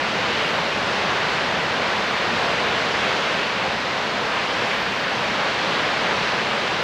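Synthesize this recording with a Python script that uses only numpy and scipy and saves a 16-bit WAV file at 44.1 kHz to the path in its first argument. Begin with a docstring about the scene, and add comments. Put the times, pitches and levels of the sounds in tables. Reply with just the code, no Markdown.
"""A tall waterfall heard from far across a wooded gorge: its countless splashes merge into a smooth rush,
made of coloured noise, dulled by the air, swelling and fading as the moving air bends the sound path.
Behind it are a faint high hiss of noise, a thin camera whine made of sine tones
and one small tick made of short ringing tones. The stereo image is narrow."""
import sys
import numpy as np
from scipy import signal
from scipy.fft import rfft, irfft, next_fast_len
from scipy.io import wavfile
from scipy.ndimage import uniform_filter1d, map_coordinates

SR = 44100
rng = np.random.default_rng(int(sys.argv[2]) if len(sys.argv) > 2 else 0)


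def put_to_file(sound):
    """Save the sound as 16-bit audio at rate SR, in the file named by the first command-line argument."""
    columns = np.atleast_2d(sound).T  # one column per channel
    safe = np.clip(columns, -1, 1)
    whole_steps = np.round(safe * 32767)
    wavfile.write(sys.argv[1], SR, whole_steps.astype(np.int16))


N = 301203  # length in samples

# How the rush swells and fades; each pitch range follows it by its own share.
# Each row: time in seconds, level in dB, extra treble in dB before that share.
RUSH_LEVELS = [(0, -23, 0), (.2, -22, 0), (.42, -22, 1.3), (.52, -21, -1.7), (.68, -23, 0.5),
               (.95, -22, 0.4), (1.15, -21, -1.5), (1.35, -21.5, 0), (1.52, -22.5, -0.5),
               (1.8, -21.5, -0.6), (2.15, -21.5, -1.2), (2.45, -21, -0.1), (2.65, -21.5, -0.1),
               (2.9, -21.5, 0.5), (3.1, -21, 0.5), (3.25, -22, 1), (3.4, -22.5, .6), (3.56, -23, -0.3),
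               (3.95, -23.5, -0.2), (4.3, -23, -0.1), (4.62, -22.5, 0.5), (4.74, -23, 1), (4.8, -23, -0.8),
               (4.9, -23.5, 0.5), (5.05, -24, 0.7), (5.3, -22.5, 0.1), (5.55, -22, 0), (5.8, -21.5, -0.1),
               (6.0, -22, 0.5), (6.22, -21, -0.3), (6.5, -22.5, 0.6), (6.83, -22.5, 0.1)]


def amp(db):
    """Turn decibels into a gain."""
    return 10 ** (np.asarray(db) / 20)


def unit(x):
    """Scale to an rms (average strength) of 1."""
    return x / np.sqrt(np.mean(x ** 2) + 1e-20)


def along(points, hz):
    """Read a curve of (Hz, value) points, with straight lines between them on a log pitch axis."""
    point_hz, values = np.transpose(points)
    return np.interp(np.log(hz + 1), np.log(point_hz + 1), values)


def wobble(rate, t):
    """A smooth random curve through `rate` random points a second."""
    knots = rng.standard_normal(int(t[-1] * rate) + 4)
    return map_coordinates(knots, [t * rate])


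def noise(colour, gain_db):
    """Stereo noise of a fixed colour, with a gain that changes over pitch and time."""
    # How wide the noise sounds. Each row: pitch in Hz, side level against the middle in dB.
    width = [(60, -46), (150, -60), (230, -53), (300, -43), (450, -33), (560, -36), (750, -26.5),
             (1290, -22), (2380, -21), (4400, -20.5), (6500, -18.5), (8000, -34), (15000, -30)]
    m = next_fast_len(N + 8192)
    hz = np.fft.rfftfreq(m, 1 / SR)
    spectra = rfft(rng.standard_normal((2, m))) * amp(along(colour, hz))
    spectra[1] *= amp(along(width, hz))
    mid_side = irfft(spectra, m)[:, :N]
    mid_side /= np.std(mid_side[0])
    # cut into short overlapping slices, set the gain of each pitch, then join them again
    f, t, slices = signal.stft(mid_side, SR, nperseg=1024)
    slices = slices * amp(gain_db(f[:, None], t))
    mid, side = signal.istft(slices, SR, nperseg=1024)[1][:, :N]
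    return np.array([mid + side, mid - side])


def waterfall(bass_follow=0.75, treble_follow=0.87):
    """Many distant splashes add up to smooth noise; sheets of water and eddies of air stir it slightly."""
    # Colour of the falls after rock, trees and air. Each row: pitch in Hz, strength in dB per Hz (relative).
    falls_colour = [(12, -46), (25, -28), (60, -14), (140, -5.5), (210, -1.5), (265, -6), (310, -5),
                    (360, -5), (400, -2.5), (528, 0), (720, -1.37), (1000, -0.8), (1250, -2.5), (1560, -2),
                    (2860, -6), (4480, -12.5), (6320, -23.5), (11000, -47.5), (14300, -77)]
    # Brief rises, each around one pitch; those near 10 kHz go with the high hiss swells. # Each row: centre in
    # seconds, rise in dB, half-length in seconds, centre pitch in Hz.
    surge_rows = [(.44, 2.5, 0.033, 2600), (.49, 2, .08, 10000), (2.42, 0, .08, 10000),
                  (3.12, 3.5, .07, 350), (3.65, 3.5, 0.037, 850), (4.42, 2.5, .06, 2500),
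                  (4.65, 3, .04, 800), (4.72, 3, .07, 10000), (4.732, 2, .04, 2200),
                  (5.082, 2.5, 0.043, 1600), (5.28, 1.5, .04, 2500), (5.5, 1, 0.054, 350),
                  (5.75, 2.5, .05, 3600)]
    surge_octaves = 0.41  # half-width of a surge in pitch
    patchy_db = 0.5  # rms depth of the random small surges
    s, level_db, treble_db = np.transpose(RUSH_LEVELS)

    def gain_db(hz, t):
        swell_db = np.interp(t, s, level_db) - level_db.mean()
        # the middle of the rush swells most; bass and treble follow only in part
        follow = along([(220, bass_follow), (340, 1.4), (500, 1.07), (2500, 1.06), (6000, treble_follow)], hz)
        tilt = along([(1100, 0.054), (2000, 0.75)], hz) * np.interp(t, s, treble_db)
        # each part of the cascade surges a little on its own: random values smoothed over pitch and time
        field = rng.standard_normal((len(hz), len(t)))
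        field = uniform_filter1d(field, size=24, axis=0)
        patches = patchy_db * unit(uniform_filter1d(field, size=10, axis=1))
        surges = 0
        for at, rise_db, half, centre_hz in surge_rows:
            time_offset = (t - at) / half
            pitch_offset = np.log2((hz + 1) / centre_hz) / surge_octaves
            surges = surges + rise_db * np.exp(-time_offset ** 2 - pitch_offset ** 2)
        return level_db.mean() + follow * swell_db + tilt + patches + surges
    return noise(falls_colour, gain_db)


def hiss(flicker_db=0.4):
    """Faint treble noise that partly follows the rush, flickers and swells now and then."""
    # Colour of the hiss. Each row: pitch in Hz, strength in dB (relative).
    hiss_colour = [(6000, -30), (9000, -11), (10300, -6), (11100, -7), (11600, 2.5), (12600, 2), (14000, 0),
                   (14600, -2), (14900, -10), (15700, -11)]
    # Brief swells. 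Each row: centre in seconds, rise in dB, half-length in seconds, centre pitch in Hz.
    swell_rows = [(.48, 5, .12, 11500), (2.0, 2, .1, 11500), (2.42, 2.5, .12, 11500), (4.28, 2, .07, 11000),
                  (4.72, 5.5, .08, 11300), (4.815, 5.5, .035, 11800), (5.1, 3.5, .22, 11500)]
    steady_db, swell_width_hz = -67, 2200  # the width is a half-width
    follow = 0.5  # share of the rush's swell, in dB, that the hiss takes on
    s, level_db, _ = np.transpose(RUSH_LEVELS)

    def gain_db(hz, t):
        swells = 0
        for at, rise_db, half, centre_hz in swell_rows:
            time_offset = (t - at) / half
            pitch_offset = (hz - centre_hz) / swell_width_hz
            swells = swells + rise_db * np.exp(-time_offset ** 2 - pitch_offset ** 2)
        rush_swell_db = np.interp(t, s, level_db) - level_db.mean()
        return steady_db + follow * rush_swell_db + swells + flicker_db * wobble(12, t)
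    return noise(hiss_colour, gain_db)


def whine(waver_db=1.5):
    """The camera whine: thin steady sine tones, each wavering a little in strength."""
    # Each row: pitch in Hz, rms level in dB around which the tone wavers.
    tones = [(13426, -90), (13606, -92), (13666, -84), (13726, -81), (13786, -93), (13966, -94)]
    t = np.arange(N) / SR
    total = np.zeros(N)
    for hz, db in tones:
        strength = np.sqrt(2) * amp(db + waver_db * wobble(4, t))  # root 2 turns rms into peak
        total += strength * np.sin(2 * np.pi * (hz * t + rng.random()))
    return total


def ticks():
    """A small hard tick: a few high tones start at once and die away quickly."""
    # Each row: start in seconds, peak level in dB.
    tick_rows = [(3.0435, -39)]
    # What a tick rings with. Each row: pitch in Hz, relative level in dB, seconds to fade by 60 dB.
    modes = [(9900, -5, .01), (10590, 0, .022), (11150, -3, .014), (11860, -5, .01), (13000, -10, .006),
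             (15210, -8, .02)]
    out = np.zeros(N + SR)
    t = np.arange(SR // 10) / SR
    ring = sum(amp(db - 60 * t / t60) * np.sin(2 * np.pi * hz * t) for hz, db, t60 in modes)
    ring /= np.abs(ring).max()
    for start, peak_db in tick_rows:
        out[round(start * SR):][:len(t)] += amp(peak_db) * ring
    return out[:N]


def scene():
    """Add the stereo falls and hiss to the whine and tick, which sit in the centre."""
    return waterfall() + hiss() + whine() + ticks()


def record(dry):
    """The camera keeps nothing from its band limit upwards."""
    top_hz = 15746
    m = next_fast_len(N + 8192)
    kept = np.fft.rfftfreq(m, 1 / SR) < top_hz
    return irfft(rfft(dry, m) * kept, m)[:, :N]


dry = scene()
out = record(dry)
put_to_file(out)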